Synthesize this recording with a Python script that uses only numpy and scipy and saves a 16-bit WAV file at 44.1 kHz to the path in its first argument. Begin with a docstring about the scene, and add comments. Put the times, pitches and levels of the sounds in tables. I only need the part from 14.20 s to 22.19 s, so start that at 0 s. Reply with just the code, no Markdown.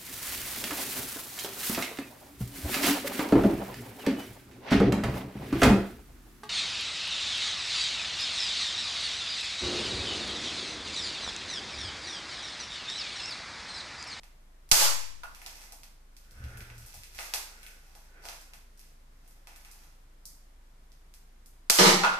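"""A toy blaster of plastic parts is fired twice in a small tiled room, a step from a two-microphone recorder.
Each shot is three quick noise snaps; the dart rattles luggage, rings its hollow body and bounces on the tiles.
The toy also clicks and rustles in the hands (noise bursts and crackle through its frame resonances), and
a chair creaks (random slips into low modes, with a thin squeak) over wavering hum tones and hiss.
A decaying-noise echo answers, and a limiter holds the snaps down and lets the echo swell back."""
import sys
import numpy as np
from scipy import signal
from scipy.fft import rfft, irfft
from scipy.io import wavfile
from scipy.ndimage import uniform_filter1d, minimum_filter1d

SR = 44100
rng = np.random.default_rng(int(sys.argv[2]) if len(sys.argv) > 2 else 0)


def wrap_up_sound(samples):
    """Save the sound to the file named by the first command line argument, as 16-bit audio."""
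    columns = np.atleast_2d(samples).T
    # keep every value between -1 and 1, then stretch to whole-number steps
    tamed = np.clip(columns, -1, 1)
    steps = np.round(tamed * 32767).astype(np.int16)
    wavfile.write(sys.argv[1], SR, steps)


def invert_db(level):
    """Linear amplitude ratio for a level in decibels (20 dB per decade), elementwise."""
    return 10 ** (np.asarray(level, dtype=float) / 20)


N = 352359
T = np.arange(N) / SR
TICK_LEAD = 64  # samples before the nominal onset of a tick


def unit(x):
    """Scale to rms 1."""
    return x / np.sqrt(np.mean(x ** 2))


def shaped(x, gain):
    """Multiply the spectrum by gain(Hz)."""
    size = x.shape[-1]
    hz = np.arange(size // 2 + 1) * SR / size + 1e-3
    return irfft(rfft(x) * gain(hz), size)


def colour(points):
    """Gain of (Hz, dB) points joined on a log frequency axis."""
    hz, db = np.transpose(points)
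    return lambda f: invert_db(np.interp(np.log(f), np.log(hz), db, left=-90))


def peak(hz, width):
    """Gain of a resonance passed twice; width is the half-power width of one pass."""
    return lambda f: 1 / (1 + ((f - hz ** 2 / f) / width) ** 2)


def pair(size, apart=1 - 0.6):
    """Left and right noise of a diffuse field at two spaced microphones; apart < 1 for a source close by."""
    spacing_m, sound_speed_m_s = 0.31, 343
    mid, side = rng.standard_normal((2, size))
    alike = lambda f: np.sinc(2 * f * apart * spacing_m / sound_speed_m_s)
    mid = shaped(mid, lambda f: np.sqrt(1 + alike(f)))
    side = shaped(side, lambda f: np.sqrt(1 - alike(f)))
    return (mid + np.outer([1, -1], side)) / np.sqrt(2)


def add(out, s, sound):
    """Mix a sound in from time s."""
    i = int(s * SR)
    out[:, i:i + sound.shape[-1]] += sound[..., :N - i]


def steady(x, span_s):
    """Even out the level over span_s; rms 1."""
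    power = uniform_filter1d(x ** 2, int(span_s * SR))
    return unit(x / np.sqrt(power + 1e-18))


def swells(rows, column, fall_db_s):
    """Gain of movements that swell, hold and fall away at a shared rate; overlaps add as power."""
    climb_db = 20  # the level climbs this much in one swell time
    power = 0
    for row in rows:
        s, swell, hold = row[:3]
        rising_db = (s - T) * climb_db / swell
        falling_db = (T - s - hold) * fall_db_s
        below_db = np.maximum(np.maximum(rising_db, falling_db), 0)
        power = power + invert_db(row[column] - below_db) ** 2
    return np.sqrt(power)


def tick(t60, gain):
    """A dying burst of noise, its spectrum evened out and then coloured; peak near 1."""
    size = SR // 3
    fade = invert_db(-30 * T[:size] / max(t60, .009))
    burst = pair(size, 0.37) * fade
    for _ in range(2):
        spectrum = rfft(burst * fade)
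        burst = irfft(spectrum / np.abs(spectrum), size)
    sound = shaped(np.roll(burst, TICK_LEAD, axis=1), gain)
    sound[:, -SR // 10:] = 0
    return sound / np.sqrt(np.sum(sound ** 2) / (t60 * SR / 14))


# low machine tones: f/Hz, rms level/dB, rms pitch waver (share of f)
HUM_TONES = [(26.7, -54, 0.017), (52.8, -64.5, 0.033)]
# colour of the air and microphone hiss: f/Hz, relative level per Hz/dB
HISS_COLOUR = [(38, -8.5), (60, -4.5), (91, -18), (141, -10), (186, -15.5), (302, -16.5), (390, -20),
               (835, -19.5), (938, -19), (2310, -25), (2530, -27), (13700, -34), (15000, -42)]


def background():
    """A steady machine hum through the walls, slowly wavering tones, over air and microphone hiss."""
    hum = 0
    for hz, db, waver in HUM_TONES:
        drift = unit(shaped(rng.standard_normal(N), lambda f: 1 / (1 + (f / 3.2) ** 2)))
        phase = 2 * np.pi * hz * np.cumsum(1 + waver * drift) / SR
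        hum = hum + invert_db(db) * np.sqrt(2) * np.sin(phase)
    hiss = shaped(pair(N, 0.73), colour(HISS_COLOUR))
    above_300_hz = shaped(hiss, lambda f: f > 300)
    return hum + invert_db(-66.5) * hiss / np.std(above_300_hz)


# resonances of the plastic frame: f/Hz, width of one pass/Hz, level over a flat response/dB
FRAME_MODES = [(770, 100, 2.5), (960, 150, -4), (2040, 770, -1), (2620, 170, 2.5), (5200, 820, -17)]


def frame(f):
    """Gain of the toy's plastic frame: its resonances over a flat response."""
    return 1 + sum(invert_db(db) * peak(hz, width)(f) for hz, width, db in FRAME_MODES)


# corner points of a click's colour: f/Hz
CLICK_COLOUR_HZ = (70, 750, 1200, 2200, 4800, 10000, 15000)
# clicks of the toy: t/s, relative level/dB, then the colour ahead of the frame: # level at 750 Hz/dB, at 2200
# Hz/dB and at 10 kHz/dB, each against 4.8 kHz; # the row at 1.036 s is the bright crack of the dart bouncing on
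# the tiles
TOY_CLICKS = [(0.0338, -40.5, -5.5, 0, -8.5), (0.4907, -41.5, -14, -11, -1), (1.036, -39, -11.5, -14, -4),
              (1.1485, -37, -25, 0, -5), (1.2176, -36.5, 0, 12, 2), (1.2625, -28, -13.5, -8, -11),
              (1.5227, -34, -3.5, -11, -3.5), (1.6336, -37, -12, -6, -8.5), (1.9666, -41.5, -28, -10, -7),
              (2.1098, -45, -24, -13, -6), (2.2407, -41, -17, -1, -9), (2.3729, -37.5, -19, 2, 2),
              (2.4065, -36, -20, 2, -9), (2.5014, -37.5, 1, 14, -13), (2.581, -39, -30, -17, -1),
              (2.6625, -38, -5, -12, 5), (2.742, -36.5, 2.5, -23, 1.5), (2.835, -35.5, -30, -2, -6.5),
              (2.948, -38, -15, 1, -3), (2.9712, -56, -7, 6, -4), (2.9886, -25.5, 3, 9.5, -10),
              (3.138, -15, -10.5, -6.5, -7), (3.431, -37.5, -20, 6, -0.5), (3.465, -34.5, -19, 3.5, -4),
              (3.752, -41.5, 3, -7, -4.5), (4.039, -40.5, 2, -15, -19), (4.054, -31.5, 1.5, -4.5, -7.5),
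              (4.0866, -28.5, -8, -4.5, -11), (4.1274, -42, 10, 3, -5), (4.2123, -42, -25, -23, -5),
              (4.3354, -36.5, -5.5, 0, -5.5), (4.575, -47.5, -17, -21, -2), (4.594, -41.5, -30, -5, 1),
              (5.0774, -46, -16, -18.5, 8), (5.1088, -51.5, -20, -10, -4), (5.272, -37, -1.5, 1.5, -6),
              (5.3084, -46, 5, 10, -10), (5.361, -39.5, -6, 1, 0), (5.449, -40, -6, 4, -3),
              (5.514, -39, -15, -25, -2), (6.055, -32, -36, -32, -4.5), (6.719, -49, -25.5, -12, -11),
              (6.9395, -41.5, -22, -9, -4.5), (7.26, -43, -24, -19, 0)]


def clicks():
    """Plastic parts tick against each other: short bursts, each with its own colour, through the frame; one
    adds a bright crack to the dart's bounce at 1.036 s."""
    out = np.zeros((2, N))
    for s, db, low_db, mid_db, top_db in TOY_CLICKS:
        between_db = (low_db + mid_db) / 2
        levels = (low_db - 15, low_db, between_db, mid_db, 0, top_db, top_db - 1.5)
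        tone = colour(list(zip(CLICK_COLOUR_HZ, levels)))
        burst = tick(0.0093, lambda f: tone(f) * frame(f))
        add(out, s - TICK_LEAD / SR, invert_db(db) * burst)
    return out


# echo bands: f/Hz, t60/s, starting level against the other bands/dB
ECHO_BANDS = [(152, 0.87, -4.5), (348.7, 0.51, 6), (730, 0.45, 15), (1546, 0.64, 7.5), (3040, 0.5, 2),
              (5800, 0.59, 3), (8800, 0.48, 6), (14700, 0.38, 12.5)]


def room(x):
    """Bare walls and tiles: dense noise bands, each dying at its own rate, answer the left channel of x."""
    t, noise, echo = T[:SR], pair(SR), 0
    for hz, t60, db in ECHO_BANDS:
        band = shaped(noise, lambda f: np.exp(-(np.log2(f / hz) / 0.96) ** 2))
        echo = echo + band * invert_db(db - 60 * t / t60)
    onset = np.clip((t - .002) / 0.001, 0, 1)
    near_furniture = 1 + 0.52 * np.exp(-t / 0.011)  # answers first
    echo = echo * onset * near_furniture
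    echo = echo / np.sqrt(np.sum(echo ** 2) / 2)
    return invert_db(5.5) * signal.fftconvolve(x[:1], echo, axes=1)[:, :N]


# the two microphones face the scene differently: f/Hz, left minus right level/dB
FACING_COLOUR = [(0.001, 7.5), (300, 1.5), (1300, -1), (2300, -1), (4300, -4.5), (8000, -4), (11000, 5),
                 (14600, 7.5)]


def facing(x):
    """Split the colour difference of the two microphones evenly between left and right."""
    return shaped(x, lambda f: colour(FACING_COLOUR)(f) ** np.array([[.5], [-.5]]))


# snaps of the shots: t/s, relative level/dB, left minus right level ahead of the facing/dB, nominal t60/s
SHOT_SNAPS = [(.5150, -3, -4, 0.016), (0.5181, -6, -4.5, 0.01), (0.522, 12.5, -2, 0.0063),
              (7.4999, -6.5, -4.5, 0.016), (7.4992, 0, 3.5, 0.0089), (7.5057, 15.5, -2.5, 0.0089)]
# colour of a snap: f/Hz, relative level per Hz/dB
SNAP_COLOUR = [(150, -19), (600, -14), (1500, -9), (2900, -5), (3700, -6), (4800, -1), (5800, -3.5),
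               (6800, -3.5), (9000, -8.5), (14000, -12)]


def shots():
    """The spring lets go: latch, plunger and stop snap within a few ms."""
    out = np.zeros((2, N))
    for s, db, pan_db, t60 in SHOT_SNAPS:
        gain = invert_db(db + np.array([[pan_db], [-pan_db]]) / 2)
        add(out, s - TICK_LEAD / SR, gain * tick(t60, colour(SNAP_COLOUR)))
    return out


# zero-line jolts: t/s, drop and rebound (amplitudes of the two decays ahead of the limiter)
ZERO_JOLTS = [(0.5225, 1, 0.44), (7.5044, 0.44, 0.2)]


def jolts():
    """Each shot jolts the left zero line, and the right at 3 %: a fast drop against a slower rebound."""
    t = T[:SR]
    zero = np.zeros((2, N))
    for s, drop, rebound in ZERO_JOLTS:
        jolt = rebound * np.exp(-t / 0.11) - drop * np.exp(-t / 0.042)
        jolt = jolt * np.minimum(t / 0.00026, 1)
        add(zero, s, np.outer([1, .03], jolt))
    return zero


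def ring(modes, apart):
    """Modes kept rough by a rattling contact: narrow noise in each, dying at its own rate."""
    t = T[:SR // 2]
    waves = 0
    for hz, db, width, t60 in modes:
        narrow = steady(shaped(pair(SR // 2, apart), peak(hz, width)), 0.12)
        waves = waves + invert_db(db - 60 * t / t60) * narrow
    return waves * np.minimum(t / 0.0022, 1)


# dart against the luggage: t/s, relative level/dB, relative share of the hollow body/dB, t60 of the rattle/s
LUGGAGE_STRIKES = [(.612, -12, -24.5, 0.076), (7.587, 7, 0, 0.097), (7.609, -10, 10.5, 0.023),
                   (7.66, -12.5, 5, 0.075)]
# hollow body that the dart strikes: f/Hz, relative level/dB, width of one pass/Hz, t60/s
LUGGAGE_MODES = [(185, -4.5, 37, 0.58), (360, -1, 80, 0.45), (467.6, -1, 36, 0.42), (610, 5.5, 74, 0.071),
                 (791, -13, 25, 0.97), (973, -3.5, 51, 0.41), (2004, -22, 83, .3)]
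# colour of the rattle: f/Hz, relative level per Hz/dB
RATTLE_COLOUR = [(160, -16), (400, -2), (800, -1), (2000, 2), (5000, 0.5), (14000, -25)]
# dart bouncing on the tiles: t/s, relative level/dB, share of its ring/dB
TILE_BOUNCES = [(.655, -31, -10), (1.034, -33.5, -10), (7.836, -13.5, -8), (7.848, -12, -36),
                (7.873, -27, -2), (7.937, -25.5, -8.5)]
# colour of a bounce: f/Hz, relative level per Hz/dB
TAP_COLOUR = [(250, -19), (600, -11), (1000, -1.5), (1450, -3), (1800, -7), (2600, -13), (4000, -13),
              (14000, -40)]
# ring of the dart: f/Hz, relative level/dB, width of one pass/Hz, t60/s
DART_RING = [(939, -2, 37, 0.13), (1066, -6.5, 90, 0.18), (1340, -20.5, 74, 0.17), (1427, 2, 65, 0.33),
             (2600, -8, 330, 0.23)]


def dart():
    """The dart rattles against the luggage and booms its hollow body, then skips on the tiles.
    The slow rings carry the room's decay in their own."""
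    out, rings = np.zeros((2, 2, N))
    size = SR // 3
    for s, db, body_db, t60 in LUGGAGE_STRIKES:
        rattle = unit(shaped(pair(size, .6), colour(RATTLE_COLOUR)))
        add(out, s, invert_db(db - 10) * rattle * invert_db(-60 * T[:size] / t60))
        add(rings, s, invert_db(db + body_db - 20) * ring(LUGGAGE_MODES, 0.84))
    for s, db, ring_db in TILE_BOUNCES:
        add(out, s - TICK_LEAD / SR, invert_db(db) * tick(0.015, colour(TAP_COLOUR)))
        add(rings, s, invert_db(db + ring_db) * ring(DART_RING, 0.54))
    return out, rings


# hands and sleeves on the toy: t of full level/s, swell/s, hold/s, bright crackle level/dB, dull crackle level/dB
HANDLING = [(1.27, 0.38, 0.18, -59.5, -71), (1.967, .06, .08, -77, -93), (2.18, 0.22, 0.34, -69, -76.5),
            (2.73, 0.32, 0.03, -56, -78), (2.994, 0.09, 0.013, -47.5, -60),
            (3.136, .02, 0.0089, -58, -59.5), (3.383, 0.2, 0.12, -66, -81.5), (3.79, 1, 0.035, -67.5, -78),
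            (4.05, 0.04, 0.036, -52, -67), (4.353, .07, 0.0088, -71.5, -84),
            (4.608, .08, 0.009, -65.5, -88), (5.1, 0.34, 0.012, -73.5, -80), (5.288, 0.045, 0.34, -67, -76)]
# colour of the crackle ahead of the frame: f/Hz, relative level per Hz/dB
CRACKLE_COLOUR = [(300, -7.5), (600, -13.5), (1500, -10.5), (3000, -16), (5500, -13), (9000, -20),
                  (14000, -22)]


def rustle():
    """Dense tiny crackles of uneven size, bright ones from plastic and dull ones from cloth."""
    fall_db_s, grains_per_s = 116, 1200
    uneven = invert_db(2 * rng.exponential(size=N))
    grains = pair(N, .7) * uneven * (rng.random(N) < grains_per_s / SR)
    grains = shaped(grains, lambda f: colour(CRACKLE_COLOUR)(f) * frame(f))
    dull = shaped(grains, lambda f: 1 / (1 + (f / 2200) ** 4))
    bright = unit(grains - dull)
    bright_gain = swells(HANDLING, 3, fall_db_s)
    dull_gain = swells(HANDLING, 4, fall_db_s)
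    return bright_gain * bright + dull_gain * unit(dull)


# the chair takes weight: t of full level/s, swell/s, hold/s, thud level/dB, level of the frame's ring/dB
CHAIR_LURCHES = [(2.24, 0.1, 0.037, -40, -47), (2.35, 0.06, 0.073, -49.5, -47), (2.52, .12, .13, -57, -53),
                 (2.77, 0.093, 0.042, -56, -63), (2.95, .06, .01, -57.5, -69)]
# low modes of the thud: f/Hz, width of one pass/Hz, relative level/dB
THUD_MODES = [(58.6, 20, 1), (75, 11, 2), (204, 58, -9.5)]
# joints rubbing: t of full level/s, swell/s, hold/s, relative level/dB
JOINT_RUBS = [(2.22, 0.19, 0.2, -61), (3.33, 0.25, .1, -68), (3.96, 0.13, 0.032, -63.5)]
# modes of the squeak: f/Hz, width of one pass/Hz, relative level/dB
SQUEAK_MODES = [(1506, 215, -4.5), (2060, 1300, -5), (403, 320, -9)]


def chair():
    """Uneven slips in the joints shake the low frame modes, one of which rings steadily; rubbing feeds a squeak."""
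    lurch_fall_db_s, rub_fall_db_s = 355, 55
    slips = rng.standard_normal(N) * (rng.random(N) < 300 / SR)  # about 300 a second
    thud = sum(invert_db(db) * unit(shaped(slips, peak(hz, width))) for hz, width, db in THUD_MODES)
    thud = steady(thud, 0.072)
    frame_ring = steady(shaped(slips, peak(118.5, 5.1)), 0.11)
    grip = invert_db(1.2 * rng.exponential(size=N // 200 + 1)).repeat(200)[:N]  # a new strength every 200 samples
    scrape = pair(N) * grip
    squeak = sum(invert_db(db) * unit(shaped(scrape, peak(hz, width))) for hz, width, db in SQUEAK_MODES)
    thud_gain = swells(CHAIR_LURCHES, 3, lurch_fall_db_s)
    ring_gain = swells(CHAIR_LURCHES, 4, lurch_fall_db_s)
    groan = thud_gain * thud + ring_gain * frame_ring
    return groan, swells(JOINT_RUBS, 3, rub_fall_db_s) * squeak


def scene():
    """Shots, clicks, hits, rustle and squeak sound directly and through the room; rings, groan and hum add dry."""
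    ticks = clicks()
    hits, rings = dart()
    groan, squeak = chair()
    far = shots() + hits + rustle() + squeak
    direct = far + invert_db(0.3) * ticks  # the toy is nearer than the dart: more direct sound against the echo
    return facing(direct + room(far + ticks) + rings) + groan + background()


def band_limit(x):
    """A steep low-pass at the top of the band."""
    return signal.sosfilt(signal.butter(12, 15160, fs=SR, output="sos"), x)


def record(dry):
    """A steep low-pass, then a limiter that looks 1 ms ahead, drops at once and recovers at a steady dB rate."""
    ceiling_db, release_db_s, top_hz = -.5, 114.5, 14250
    dry = signal.sosfilt(signal.ellip(8, .3, 36, top_hz, fs=SR, output="sos"), dry)
    ahead = SR // 1000
    level_db = 20 * np.log10(np.abs(dry).max(axis=0) + 1e-9)
    need_db = np.minimum(ceiling_db - level_db, 0)
    climb_db = release_db_s * T
    gain_db = np.minimum.accumulate(minimum_filter1d(need_db, 2 * ahead) - climb_db) + climb_db
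    gain = invert_db(uniform_filter1d(gain_db, ahead))
    mix = (dry + jolts()) * gain  # the jolts are turned down too, but do not steer the limiter
    return band_limit(mix)


dry = scene()
out = record(dry)
wrap_up_sound(out)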